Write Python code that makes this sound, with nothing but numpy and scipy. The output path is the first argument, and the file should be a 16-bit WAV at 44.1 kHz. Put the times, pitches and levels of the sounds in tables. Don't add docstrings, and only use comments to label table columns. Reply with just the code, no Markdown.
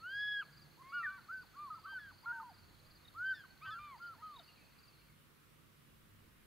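import sys
import numpy as np
from scipy import signal
from scipy.fft import rfft, irfft
from scipy.io import wavfile
from scipy.ndimage import uniform_filter1d

SR = 44100
rng = np.random.default_rng(int(sys.argv[2]) if len(sys.argv) > 2 else 0)


def file_out(sig):
    cols = np.atleast_2d(sig).T
    lim = np.clip(cols, -1, 1)
    pcm = np.round(lim * 32767).astype(np.int16)
    wavfile.write(sys.argv[1], SR, pcm)


N = 285282
TIME = np.arange(N) / SR


def from_db(db):
    return 10 ** (np.asarray(db) / 20)


def unit(x):
    return x / np.sqrt(np.mean(x ** 2) + 1e-20)


def at_freq(points, hz):
    f, value = np.transpose(points)
    return np.interp(np.log(hz + 1), np.log(f + 1), value)


def add(mix, s, sound):
    start = round(s * SR)
    part = mix[max(start, 0):max(start + len(sound), 0)]
    part += sound[max(-start, 0):][:len(part)]


def add_chirp(mix, s, length, hz, db, fall, arch=0):
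    u = np.linspace(-.5, .5, max(int(length * SR), 2))
    phase = 2 * np.pi * np.cumsum(hz * (1 - fall * u - arch * u ** 2)) / SR
    add(mix, s - length / 2, np.sqrt(2) * from_db(db) * np.cos(np.pi * u) ** 2 * np.sin(phase))


def band_noise(centre_hz, width_hz):
    hz = np.fft.rfftfreq(N, 1 / SR)
    bell = np.exp(-.5 * ((hz - centre_hz) / width_hz) ** 2)
    return unit(irfft(rfft(rng.standard_normal(N)) * bell, N))


def noise_frames(spectrum, patchy_db):
    hz = np.fft.rfftfreq(2048, 1 / SR)
    a, b, c, d, patches = rng.standard_normal((5, N // 512 + 5, len(hz)))
    patches = unit(uniform_filter1d(uniform_filter1d(patches, size=8, axis=0), size=20, axis=1))
    gain = from_db(at_freq(spectrum, hz) + patchy_db * patches)
    return hz, gain * (a + 1j * b), gain * (c + 1j * d)


def to_sound(frames):
    return unit(signal.istft(np.swapaxes(frames, -1, -2), nperseg=2048, noverlap=1536)[1][..., :N])


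# f/Hz, relative level/dB
HUSH_SPECTRUM = [(15, -48), (25, -12.5), (140, -2.5), (233, -9), (331, -10), (368, -14), (552, -15.5),
                 (614, -21.5), (722, -20.5), (782, -23.5), (1140, -14), (3440, -21.5), (6550, -30),
                 (10600, -27.5), (15500, -28)]
# f/Hz, left-right correlation
HUSH_CORRELATION = [(30, 0.7), (130, 0.25), (300, 0.11), (1300, 0.073), (3000, 0.16), (7000, 0.12),
                    (15000, 0.55)]
# f/Hz, left over right/dB
HUSH_PAN = [(60, -4), (130, -3.5), (350, -0.5), (700, -5.5), (1290, -2), (2400, 0.5), (4400, 0),
            (8100, -3.5), (15000, -5.5)]

def hush(level_db=-65.5):
    hz, left, other = noise_frames(HUSH_SPECTRUM, patchy_db=1.0)
    shared = at_freq(HUSH_CORRELATION, hz)
    right = shared * left + np.sqrt(1 - shared ** 2) * other
    pan = from_db(at_freq(HUSH_PAN, hz) / 2)
    return from_db(level_db) * to_sound(np.array([left * pan, right / pan]))


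# f/Hz, opening level/dB, closing level/dB
DRONE_PARTIALS = [(52, -88.5, -80.5), (96.6, -78.5, -81), (146.3, -87.5, -77), (223.8, -90, -82),
                  (339, -83.5, -101)]

def drone(waver=0.01198, swell_db=3.5):
    out = np.zeros(N)
    for hz, first_db, last_db in DRONE_PARTIALS:
        phase = 2 * np.pi * np.cumsum(hz * (1 + waver * band_noise(0, 2.67))) / SR
        level = from_db(np.linspace(first_db, last_db, N) + swell_db * band_noise(0, 3.4))
        out += np.sqrt(2) * np.sin(phase) * level
    return out


# f/Hz, relative level/dB
WASH_SPECTRUM = [(100, -16), (300, -2.5), (700, -2), (1500, 0.5), (2200, -5), (3000, -12.5), (3750, -9.5),
                 (4300, 0), (4750, -2), (5150, -19), (6000, -16.5), (6700, -7.5), (7400, -30),
                 (15000, -48.5)]
# t/s, level/dB
MARSH_FADER = [(0, -69.5), (2.5, -71), (4.5, -69.5), (4.95, -74), (5.1, -76.5), (5.22, -100)]

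def marsh(spread_db=2.5, chip_s=0.026, fall=0.1585, wash_db=-2, echo_db=-8):
    trills = np.zeros(N)
    for hz, step_s, db in ((4380, 0.056, -5.0), (4470, .046, -9.5), (4190, .055, -4)):
        for k, (late, sharp, loud) in enumerate(rng.standard_normal(size=(130, 3))):
            s = (k + 0.13 * late) * step_s
            add_chirp(trills, s, chip_s, hz * (1 + 0.0087 * sharp), db + spread_db * loud, fall)
    wash = to_sound(noise_frames(WASH_SPECTRUM, patchy_db=2.5)[1])
    fader = from_db(np.interp(TIME, *np.transpose(MARSH_FADER)))
    return (trills + from_db(echo_db) * banks(trills) + from_db(wash_db) * wash) * fader


# t/s, f/Hz, level/dB, octave over fundamental/dB
CRY_CURVES = [
    [(0, 1224, -67.5, -25), (.037, 1370, -52, -21), (.065, 1462, -44.5, -19.5), (.104, 1558, -47.5, -10),
     (.15, 1636, -42, -12.5), (.213, 1680, -39.5, -10), (.335, 1675, -40.5, -6.5), (.401, 1634, -39, -10.5),
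     (.414, 1536, -45.5, -14), (.427, 1290, -48.5, -17), (.445, 1134, -70, -2)],
    [(1.029, 1880, -54, -40), (1.036, 1890, -41.5, -42), (1.057, 1763, -39, -35), (1.071, 1518, -40.5, -34),
     (1.091, 1475, -41.5, -38), (1.122, 1570, -53, -34), (1.179, 1520, -58, -36), (1.196, 1354, -55.5, -27),
     (1.204, 1370, -72, -22)],
]

def cries():
    for points in CRY_CURVES:
        s, *columns = np.transpose(points)
        t = np.arange(s[0], s[-1], 1 / SR)
        hz, db, overtone_db = (np.interp(t, s, column) for column in columns)
        yield s[0], hz, from_db(db), overtone_db


# start/s, end/s, beat/Hz, phase swing/rad, irregular share
HOARSE_SPANS = [(0.419, 0.455, 189.4, 0.62, 0.7), (.85, 0.92, 380, 0.12, 1), (1.04, 1.067, 260, 0.11, 0.45),
                (1.988, 2.13, 170, 0.21, 1), (3.332, 3.46, 150, 0.24, 0.48),
                (3.645, 3.692, 302, 0.32, 0.17), (3.703, 3.797, 220, 0.11, 0.62),
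                (3.783, 3.973, 180, 0.097, .95)]

def syrinx_beat():
    swing = np.zeros(N)
    for start, end, hz, depth, irregular in HOARSE_SPANS:
        steady = np.sin(2 * np.pi * hz * TIME)
        rough = band_noise(hz, hz / 2) / np.sqrt(2)
        gate = uniform_filter1d(1. * ((TIME > start) & (TIME < end)), size=200)
        swing += depth * ((1 - irregular) * steady + irregular * rough) * gate
    return swing


# start/s, end/s, mid f/Hz, glide/Hz, arch/Hz, scoop and drop/share of pitch,
# level/dB, swell/dB, attack/s, release/s, octave overtone at top pitch/dB, dulling/dB per semitone down
YELP_NOTES = [(0.769, 0.826, 1055, 153, 40, 0.24, 0.0078, -63.5, 19, 0.003, 0.0033, -33, 3),
              (0.807, 1.207, 1173, 122, 129, 0.054, 0.26, -53.5, 13.5, 0.072, 0.24, -12, -2),
              (0.913, 1.052, 1425, -215, 100, 0.3, 0.0, -38, 0, 0.075, 0.099, -19, 0.5),
              (1.277, 1.318, 1406, 15, -42, 0.36, 0.013, -47.5, 11, 0.025, 0.0048, -44, 3),
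              (1.308, 1.46, 1517, -156, 102, 0.0, 0.52, -49, -30, 0.075, 0.018, -49, 3),
              (1.53, 1.561, 1345, 226, -60, 0.13, 0.0, -60.7, 4, 0.024, 0.008, -34, 3),
              (1.551, 1.714, 1193, -168, 210, 0.073, 0.0, -48, -7.5, 0.087, 0.058, -23.5, 6),
              (1.7, 1.755, 1243, -124, -4, 0.017, 0.0, -46.5, -7.5, 0.011, 0.014, -47, 3),
              (1.743, 1.823, 1291, -65, -85, 0.028, 0.0, -55.5, -8, 0.017, 0.073, -42, 5),
              (1.773, 1.8, 1020, -374, 25, 0.058, 0.045, -61.5, -11, 0.003, 0.003, -28, 3),
              (1.829, 1.865, 1270, 236, -11, 0.19, 0.0027, -54.5, 27, 0.003, 0.0053, -27, 3),
              (1.853, 1.893, 1160, 12, 31, 0.014, 0.006, -52.5, 13, 0.009, 0.027, -40, 3),
              (1.858, 1.996, 1571, -81, 101.5, 0.021, 0.0, -48.5, 12, 0.003, 0.021, -13, 22),
              (1.884, 1.928, 1307, 22, 66, 0.017, 0.043, -58, -5, 0.004, 0.023, -38, 3),
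              (1.92, 1.939, 990, -79, 112, 0.0088, 0.056, -58, 1, 0.0039, 0.0026, -33, 3),
              (1.985, 2.141, 1607, -370, 43.5, 0.0, 0.51, -55.9, -3, 0.0058, 0.037, -15, 3),
              (2.225, 2.259, 1106, 201, 37, 0.39, 0.021, -60.5, 7, 0.023, 0.0062, -8.5, 2),
              (2.24, 2.439, 929, -84, -7, 0.39, 0.0, -55, 11, 0.034, 0.012, -14, 13),
              (2.258, 2.325, 1424, 71, 5, 0.014, 0.0046, -41.5, 6.5, 0.0034, 0.0078, -42, 3),
              (2.318, 2.403, 1538, -130, 23, 0.027, 0.0, -48.5, -4.5, 0.012, 0.016, -36, 2),
              (2.398, 2.419, 1253, -100, 9, 0.016, 0.0052, -47.5, 4, 0.003, 0.02, -46, 3),
              (2.427, 2.528, 951, -145, -19, 0.0, 0.25, -56.5, -7, 0.003, 0.003, -30, 0),
              (3.138, 3.346, 1519, 325, 165, 0.3, 0.029, -39, 5, 0.14, 0.024, -18.5, 26),
              (3.334, 3.47, 1646, -470, 9, 0.0, 0.37, -58, 6, 0.011, 0.05, -0.5, 5),
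              (3.61, 3.667, 1293, 126, 65, 0.15, 0.0028, -50, -1, 0.048, 0.003, -11.5, -4),
              (3.652, 3.711, 1535, -50, -9, 0.0055, 0.0028, -46, 4, 0.012, 0.023, -12.5, 8),
              (3.666, 3.796, 1315, 294, 68.5, 0.042, 0.0047, -47.3, -6, 0.07, 0.0072, -24, 2),
              (3.703, 3.782, 1660, -262, -9, 0.0087, 0.049, -54.5, -8, 0.039, 0.003, 4.5, 11.5),
              (3.786, 3.978, 1166, -279, 132, 0.0, 0.08, -54, -2, 0.005, 0.027, -9, 1),
              (3.975, 4.008, 1083, 174, 77, 0.14, 0.0, -64, -7, 0.003, 0.0027, -9, 0),
              (3.995, 4.169, 1387, -176, 109.5, 0.022, 0.32, -49.5, -15, 0.085, 0.061, -45, 2),
              (4.15, 4.227, 886, 256, 35, 0.2, 0.0, -69.5, 14, 0.003, 0.0034, -10.5, -2.5),
              (4.218, 4.399, 1210, -310, 110, 0.019, 0.099, -54, -15.5, 0.024, 0.019, -34, 0),
              (4.394, 4.428, 686, -130, 0, 0.0095, 0.058, -65.5, -14, 0.0069, 0.016, -7, -2)]

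def yelps(scoop_s=0.01, drop_s=0.032, slack_db=-18):
    for (start, end, mid_hz, glide_hz, arch_hz, scoop, drop,
         db, swell_db, attack_s, release_s, overtone_db, dulling_db) in YELP_NOTES:
        length = end - start
        t = np.arange(0, length, 1 / SR)
        u = t / length - .5
        slack = scoop * np.exp(-t / scoop_s) + drop * np.sqrt(np.clip(1 - (length - t) / drop_s, 0, 1))
        hz = (mid_hz + glide_hz * u - arch_hz * (2 * u) ** 2) * np.maximum(1 - slack, .1)
        semitones_down = 12 * np.log2(hz.max() / hz)
        attack, release = np.sin(np.pi / 2 * np.clip([t / attack_s, (length - t) / release_s], 0, 1))
        level = attack * release * from_db(db + swell_db * u + slack_db * slack)
        yield start, hz, level, overtone_db - dulling_db * semitones_down


# t/s, third harmonic over second/dB
VOICE_STRAIN = [(.22, -13), (.38, -22.5), (1.0, -15), (1.6, -9), (1.92, -5), (2.02, -11), (3.3, -18),
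                (3.38, -4.5), (3.72, -15), (3.85, -12)]

def duet(jitter=0.00076, wobble=0.0021, wobble_hz=18, shimmer_db=0.7, rasp_db=-41,
         fourth_db=-14, air_hz=5300, fray=2.6, hoarse_flutter=0.48):
    out, beat = np.zeros(N), syrinx_beat()
    waver, flutter, rasp, sway = (band_noise(0, width_hz) for width_hz in (110, 55, 450, wobble_hz))
    for start, hz, level, overtone_db in [*cries(), *yelps()]:
        i = round(start * SR) + np.arange(len(hz))
        strain_db = np.interp(i / SR, *np.transpose(VOICE_STRAIN))
        phase = 2 * np.pi * np.cumsum(hz * (1 + jitter * waver[i] + wobble * sway[i])) / SR + beat[i]
        voice = np.sin(phase) * (1 + hoarse_flutter * beat[i])
        for k, step_db in enumerate((0, strain_db, strain_db + fourth_db), 2):
            air = 1 / np.sqrt(1 + (k * hz / air_hz) ** 16)
            voice += air * from_db(overtone_db + step_db) * np.sin(k * phase) * (1 + fray * beat[i])
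        grain = from_db(shimmer_db * flutter[i]) * (1 + from_db(rasp_db) * rasp[i])
        out[i] += np.sqrt(2) * voice * level * grain
    return out


# centre t/s, f/Hz, level/dB
CHIP_CUES = [(0.018, 4370, -66.5), (1.57, 4370, -68), (1.671, 4370, -68), (1.971, 4370, -67.5),
             (3.055, 3770, -62.5), (3.085, 3800, -59), (3.509, 4430, -65.5), (4.345, 3620, -68),
             (4.367, 3780, -57), (4.395, 3770, -55), (4.94, 4420, -69), (4.997, 4400, -70)]
# first chirp t/s, level/dB
TWITTER_CUES = [(0.108, -64), (0.534, -64.5), (.902, -67), (1.334, -67.5), (1.755, -68), (2.143, -69.5),
                (2.502, -68.5), (2.87, -69), (3.267, -64.5), (3.637, -68), (3.983, -67.5), (4.395, -68.5),
                (4.795, -66.5)]

def small_birds(chip_s=0.022, chip_fall=0.13, twitter_hz=4760, twitter_s=0.029, step_s=.045,
                flick_hz=4420, flick_delay_s=.014, flick_db=-6):
    out = np.zeros(N)
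    for s, hz, db in CHIP_CUES:
        add_chirp(out, s, chip_s, hz, db, chip_fall, arch=0.3)
    for start, twitter_db in TWITTER_CUES:
        for k, accent_db in enumerate((-1, 1, 1.5)):
            s, db = start + k * step_s, twitter_db + accent_db
            add_chirp(out, s, twitter_s, twitter_hz * rng.normal(1, 0.0041), db, fall=0.066, arch=.18)
            hz = flick_hz * rng.normal(1, .01)
            add_chirp(out, s + flick_delay_s, chip_s, hz, db + flick_db, chip_fall)
    return out


# f/Hz, T60/s
BANK_DECAY = [(500, 0.85), (1500, 1.05), (3000, 0.26), (6000, 0.22)]

def banks(x, taps_per_s=2000, predelay_s=.015):
    taps = rng.standard_normal(SR) * (rng.random(SR) < taps_per_s / SR) * (TIME[:SR] > predelay_s)
    hz, t, frames = signal.stft(taps, SR, nperseg=256)
    decay = from_db(-60 * t / at_freq(BANK_DECAY, hz)[:, None])
    tail = signal.istft(frames * decay, SR)[1]
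    return signal.fftconvolve(x, tail / np.linalg.norm(tail))[:N]


# centre t/s, length/s, f/Hz, bandwidth/Hz, level/dB
THUD_CUES = [(0.611, 0.62, 149.4, 25, -69.5), (2.82, .8, 69, 135, -69.5), (3.173, 0.089, 64, 40, -63),
             (3.173, 0.15, 126, 50.76, -67), (3.697, 0.13, 104, 71, -62), (6.233, 1, 90.5, 194.4, -70)]

def thuds():
    out = np.zeros(N)
    for s, length, hz, width, db in THUD_CUES:
        swell = np.cos(np.pi * np.clip((TIME - s) / length, -.5, .5)) ** 2
        out += from_db(db) * swell * band_noise(hz, width / 2)
    return out


# centre t/s, length/s, f/Hz, level/dB
WHISTLE_CUES = [(1.089, .08, 2970, -72.5), (3.843, 0.19, 3050, -77), (4.056, .14, 3030, -76),
                (4.27, 0.16, 3090, -75), (4.413, 0.056, 3020, -71), (4.493, 0.07, 2820, -69.5),
                (4.6, 0.07, 2320, -75)]
# t/s, step/s, opening f/Hz, opening level/dB
CHATTER_RUNS = [(4.5, .085, 2500, -79), (4.56, .066, 2800, -78)]

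def far_birds(sag_hz_per_s=260, fade_db_per_s=3, scatter=0.041, spread_db=2, burr=0.58, burr_hz=110):
    out = np.zeros(N)
    for s, length, hz, db in WHISTLE_CUES:
        add_chirp(out, s, length, hz, db, fall=0.059)
    for start, step_s, first_hz, first_db in CHATTER_RUNS:
        for k, (late, sharp, loud) in enumerate(rng.standard_normal(size=(8, 3))):
            t = (k + 0.04 * late) * step_s
            hz = (first_hz - sag_hz_per_s * t) * (1 + scatter * sharp)
            db = first_db - fade_db_per_s * t + spread_db * loud
            add_chirp(out, start + t, length=.06, hz=hz, db=db, fall=.13)
    return out * (1 + burr * band_noise(0, burr_hz))


def scene(duet_send_db=-28.5, small_send_db=-15, far_send_db=-9, slap_db=-34, slap_s=0.066):
    near, small, far = duet(), small_birds(), far_birds()
    send = from_db(duet_send_db) * near + from_db(small_send_db) * small + from_db(far_send_db) * far
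    echo = banks(send)
    add(echo, slap_s, from_db(slap_db) * near)
    return near + small + far + echo + marsh() + drone() + thuds() + hush()


def record(dry, cutoff_hz=15720):
    lowpass = signal.firwin(511, cutoff_hz, window=("kaiser", 9), fs=SR)
    return signal.oaconvolve(dry, lowpass[None], "same")


dry = scene()
out = record(dry)
file_out(out)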